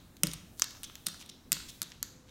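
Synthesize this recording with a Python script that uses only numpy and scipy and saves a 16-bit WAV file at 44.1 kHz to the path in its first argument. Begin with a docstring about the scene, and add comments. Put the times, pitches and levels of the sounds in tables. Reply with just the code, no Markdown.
"""A dog shuffles on a laminate floor in a bare living room, close to a phone.
At first: low room hum, hiss, a thin coat rustle, and hard walls still ringing from an earlier tap.
From 0.17 s claws tap and the boards buzz; heavier paws thump their low modes, then claws skid.
More flurries follow near 0.6, 1.1, 1.5 and 1.8 s, each ringing on in the walls.
A faint tone fades in around the last tap at 2 s, and one weak skid ends the scene."""
import sys
import numpy as np
from scipy import signal
from scipy.io import wavfile
from scipy.ndimage import uniform_filter1d

SR = 44100
rng = np.random.default_rng(int(sys.argv[2]) if len(sys.argv) > 2 else 0)


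def waveform_to_disk(signal):
    """Save audio, clipped to [-1, 1], as 16-bit WAV at the path in sys.argv[1]."""
    frames = np.transpose(np.atleast_2d(signal))
    scaled = np.clip(frames, -1, 1) * 32767
    samples = np.round(scaled).astype(np.int16)
    wavfile.write(sys.argv[1], SR, samples)


N = 101429
LEAD_SAMPLES = 8820  # room for a tap before t = 0
NOISE_EDGE_HZ, PHONE_EDGE_HZ = 15900, 16900


def amp(db):
    return 10 ** (np.asarray(db) / 20)


def unit_rms(x):
    return x / np.sqrt(np.mean(x ** 2) + 1e-20)


def curve_at(points, hz):
    """Interpolate over log frequency."""
    point_hz, value = np.transpose(points)
    return np.interp(np.log(hz + 1), np.log(point_hz + 1), value)


def add(mix, start_s, sound):
    part = mix[LEAD_SAMPLES + round(start_s * SR):][:len(sound)]
    part += sound[:len(part)]


def low_pass(x, hz):
    return signal.oaconvolve(x, signal.firwin(511, hz, window=("kaiser", 9), fs=SR), "same")


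# Taps: t/s, knock level/dB, panel level/dB, claw level/dB, tip level/dB, panel f/Hz, claw f/Hz
TAPS = [(-0.1499, -36.5, -24.5, -23, -39, 3780, 7300), (0.1681, -59, -43, -42.5, -45, 3740, 6400),
        (0.234, -31.5, -28.5, -10, -38, 3520, 6020), (0.2348, -26.5, -15.5, -7.5, -10.5, 2550, 9240),
        (0.27, -38, -22.5, -22.5, -24, 4480, 8400), (0.335, -38, -33, -24.5, -29, 2830, 9200),
        (0.5966, -37, -28.5, -24, -21, 4520, 7640), (0.6203, -22, -13, -7, -22.5, 5470, 6480),
        (0.622, -30, -21.5, -19.5, -30, 3070, 8100), (0.6423, -36, -24, -24, -29, 4200, 7500),
        (0.7083, -54, -37.5, -37.5, -43, 3850, 7100), (0.7501, -42.5, -41.5, -48, -53, 2700, 5500),
        (0.8332, -44.5, -31.5, -26, -30, 3600, 9100), (0.8981, -41.5, -37, -52, -55, 2810, 5700),
        (0.9546, -46, -34.5, -31.5, -35.5, 3200, 6300), (1.0667, -35, -22.5, -17.5, -22, 5400, 8850),
        (1.0682, -34.5, -21, -16.5, -21, 3960, 9500), (1.085, -37, -32, -26.5, -31, 4100, 7570),
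        (1.144, -41.5, -45, -41, -59, 3780, 6900), (1.2126, -46, -37, -36.5, -44, 2700, 5200),
        (1.2253, -56, -37, -41, -47, 2700, 5200), (1.2617, -58, -44, -41.5, -47, 3800, 9100),
        (1.5193, -39, -19.5, -9, -15, 2650, 8320), (1.521, -29, -19.5, -19, -18, 4730, 7940),
        (1.5287, -37, -14.5, -11.5, -12.5, 4730, 7750), (1.5677, -37, -31, -38, -50, 3800, 5640),
        (1.602, -39.5, -41, -54, -56, 3800, 6800), (1.818, -33, -21, -18.5, -16.5, 4130, 7000),
        (1.8277, -45.5, -34, -26, -29, 4470, 8420), (1.831, -43, -35, -27, -33, 4500, 6800),
        (1.919, -46.5, -33.5, -33, -63, 2940, 5300), (2.0284, -34.5, -24.5, -15.5, -17.5, 5030, 6400)]
# Knock, panel, claw and tip bands: contact/s, buzz level/dB re band, buzz t60/s
TAP_BANDS = [(.0005, -10, .022), (.00025, -11, .024), (.0002, -13, .016), (.00018, -17, .01)]
KNOCK_HZ, TIP_HZ, SPOT_DETUNE = 1400, 12400, .03


def claw_taps():
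    """Each claw gives a short soft-edged crack in four bands; the board buzzes after it."""
    cracks, buzzes = np.zeros((2, N + LEAD_SAMPLES))
    t = np.arange(1500) / SR
    for start_s, *levels_db, panel_hz, claw_hz in TAPS:
        detune = 1 + SPOT_DETUNE * rng.standard_normal(4)
        bands_hz = detune * (KNOCK_HZ, panel_hz, claw_hz, TIP_HZ)
        grit = rng.standard_normal(len(t))
        for db, hz, (contact_s, buzz_db, t60_s) in zip(levels_db, bands_hz, TAP_BANDS):
            touch = (t / contact_s) ** 2 * np.exp(2 - 2 * t / contact_s)
            crack = touch * np.sin(2 * np.pi * hz * t)
            crack -= touch * crack.sum() / touch.sum()  # zero mean
            buzz = unit_rms(np.convolve(grit, crack[:200])[:len(t)])
            rise = np.minimum(t / contact_s / 4, 1)
            add(cracks, start_s, amp(db) * crack)
            add(buzzes, start_s, amp(db + buzz_db - 60 * t / t60_s) * rise * buzz)
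    return cracks, buzzes


# Wall decay: f/Hz, t60/s
WALL_T60 = [(300, 0.72), (3500, 0.65), (7000, 0.57), (14000, 0.47)]
# Tail spectrum: f/Hz, relative level/dB
WALL_COLOUR = [(300, -2.5), (1000, 3), (3100, 4), (3900, 6.5), (4600, 1.5), (5500, 2), (7000, -2.5),
               (8500, -5.5), (12500, -10), (16000, 1.5)]
# Wall response as the dog turns and moves: t/s, level/dB
WALL_LEVEL = [(-.15, -6.5), (.25, -11), (.33, -13), (.6, -14), (0.841, -8.5), (1.07, -8), (1.52, -8),
              (1.82, -10.5), (2.03, -9)]
WALL_DELAY_S, WALL_RISE_S, CROSSFADE_HZ = .002, .004, 1.099


def wall_ring(paws):
    """Hard walls ring on: three noise tails, taken in turn, each dying faster in the treble."""
    t = np.arange(len(paws)) / SR
    level = amp(np.interp(t - LEAD_SAMPLES / SR, *np.transpose(WALL_LEVEL)))
    out = np.zeros(len(paws))
    for k in range(3):
        hz, frame_s, noise = signal.stft(rng.standard_normal(SR), SR, nperseg=256)
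        colour_db = curve_at(WALL_COLOUR, hz)[:, None]
        decay_db = 60 * frame_s / curve_at(WALL_T60, hz)[:, None]
        tail = signal.istft(noise * amp(colour_db - decay_db), SR, nperseg=256)[1]
        age_s = np.maximum(np.arange(len(tail)) / SR - WALL_DELAY_S, 0)
        tail *= 1 - np.exp(-age_s / WALL_RISE_S)
        share = np.sqrt(2 / 3) * np.cos(2 * np.pi * CROSSFADE_HZ * t + k * np.pi / 3)  # equal power
        out += signal.fftconvolve(paws * level * share, tail / np.linalg.norm(tail))[:len(paws)]
    return low_pass(out, NOISE_EDGE_HZ)


# Hum and hiss spectrum: f/Hz, relative density level/dB
ROOM_SPECTRUM = [(25, -45.5), (50, 7.5), (110, -5.5), (250, -4.5), (330, -10.5), (450, -17), (1000, -22),
                 (2000, -27), (3800, -32.5), (7000, -32), (10400, -38.5), (12500, -37.5), (16000, -42)]
ROOM_RMS_DB, PATCH_RMS_DB = -57.5, 1.5


def room_noise():
    """Low room hum and microphone hiss, with drifting patches in the spectrum."""
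    frames, hz = N // 256 + 5, np.fft.rfftfreq(1024, 1 / SR)
    real, imag, patches = rng.standard_normal((frames, len(hz), 3)).T
    patches = uniform_filter1d(patches, size=6, axis=0)  # over frequency
    patches = unit_rms(uniform_filter1d(patches, size=10, axis=1))  # over time
    shape_db = curve_at(ROOM_SPECTRUM, hz)[:, None] + PATCH_RMS_DB * patches
    noise = signal.istft((real + 1j * imag) * amp(shape_db), nperseg=1024, noverlap=768)[1][:N]
    return amp(ROOM_RMS_DB) * unit_rms(low_pass(noise, NOISE_EDGE_HZ))


# Rustle envelope: t/s, level/dB
COAT_LEVEL = [(.45, -72), (0.599, -65), (1.15, -67), (1.4, -77.5), (1.75, -62.5), (2.05, -86)]
COAT_HIGH_PASS_HZ = 7300


def coat_rustle():
    """Coat and pads brush as the dog turns: a thin high hiss."""
    high_pass = signal.butter(2, COAT_HIGH_PASS_HZ, "high", fs=SR)
    hiss = signal.lfilter(*high_pass, rng.standard_normal(N))
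    level = amp(np.interp(np.arange(N) / SR, *np.transpose(COAT_LEVEL)))
    return level * unit_rms(low_pass(hiss, NOISE_EDGE_HZ))


# Paw falls: t/s, level/dB, pitch factor
THUMPS = [(.234, -12, 1.054), (.272, -22, 0.92), (0.351, -35.5, 0.84), (1.067, -29, 1.12),
          (1.519, -24, 1.014), (1.56, -34, 0.99), (1.815, -31.5, 1.11), (2.025, -47, 0.98)]
# Low board modes: f/Hz, relative level/dB, t60/s
BOARD_MODES = [(53.7, -28, 0.7), (171.9, 0.5, 0.083), (153.1, -8.5, 0.15), (300.5, -9, 0.1),
               (441, -17.5, 0.082), (554, -10, 0.048)]
THUMP_RISE_S = .016


def paw_thumps():
    """The weight of a paw rings the low modes of the boards."""
    out, t = np.zeros(N + LEAD_SAMPLES), np.arange(0, .4, 1 / SR)
    mode_hz, mode_db, t60_s = np.transpose(BOARD_MODES)[:, :, None]
    decay = amp(mode_db - 60 * t / t60_s)
    rise = 1 - np.exp(-t / THUMP_RISE_S)
    for start_s, db, pitch in THUMPS:
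        ring = (decay * np.sin(2 * np.pi * mode_hz * pitch * t)).sum(0)
        add(out, start_s, amp(db) * rise * ring / abs(ring).max())
    return out


# Skids: t/s, length/s, level/dB, centre f/Hz
SKIDS = [(0.311, 0.0069, -44, 4200), (0.331, 0.014, -39.5, 5400), (0.566, 0.083, -48.5, 7000),
         (0.765, 0.0089, -52, 3480), (0.835, 0.018, -39.5, 5030), (1.06, 0.017, -35.5, 4960),
         (1.191, 0.039, -48, 5000), (1.289, 0.013, -44, 4640), (1.679, 0.029, -44, 5400),
         (1.9, 0.0045, -53, 5500), (2.261, 0.055, -62, 3000)]
# Scraped board resonances: f/Hz, width/Hz, level/dB re broad band
SCRAPE_MODES = [(3630, 620, 1), (6020, 1300, -1)]
SLIPS_PER_S, SLIP_SPREAD_DB, SKID_Q = 6500, 3.8, 1 / 1.7


def claw_skids():
    """Dense tiny slips drive a broad band and the board's resonances, swelling and stopping short."""
    out, t = np.zeros(N + LEAD_SAMPLES), np.arange(4000) / SR
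    for start_s, length_s, db, centre_hz in SKIDS:
        chance, size, direction = rng.random((len(t), 3)).T
        slip_db = -SLIP_SPREAD_DB * np.log(size + .0007)
        slips = (chance < SLIPS_PER_S / SR) * amp(slip_db) * np.sign(direction - .5)
        stroke = np.sin(np.pi * np.clip(t / length_s, 0, 1) ** 1.5) ** .7
        band = signal.iirpeak(centre_hz, SKID_Q, SR)
        broad = signal.lfilter(*band, signal.lfilter(*band, unit_rms(slips) * stroke))
        broad *= np.sqrt(SR / 2 / centre_hz)  # bandwidth make-up gain
        ring = sum(amp(mode_db) * signal.lfilter(*signal.iirpeak(hz, hz / width_hz, SR), broad)
                   for hz, width_hz, mode_db in SCRAPE_MODES)
        add(out, start_s, amp(db) * (broad + ring) / 2)
    return out


# Late tone: f/Hz, level/dB
TONE = [(510, -67)]
TONE_START_S, TONE_FULL_S = 1.95, 2.15


def faint_tone():
    """One sine fades in and holds."""
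    t = np.arange(N) / SR
    fade = np.interp(t, (TONE_START_S, TONE_FULL_S), (0, 1))
    return fade * sum(amp(db) * np.sin(2 * np.pi * hz * t) for hz, db in TONE)


def scene():
    """Mono mix; only cracks, skids and thumps excite the walls."""
    cracks, buzzes = claw_taps()
    paws = cracks + claw_skids() + paw_thumps()
    steps = (paws + buzzes + wall_ring(paws))[LEAD_SAMPLES:]
    return (steps + room_noise() + coat_rustle() + faint_tone())[None]


def record(dry):
    """The band limit of the phone."""
    return low_pass(dry[0], PHONE_EDGE_HZ)[None]


dry = scene()
out = record(dry)
waveform_to_disk(out)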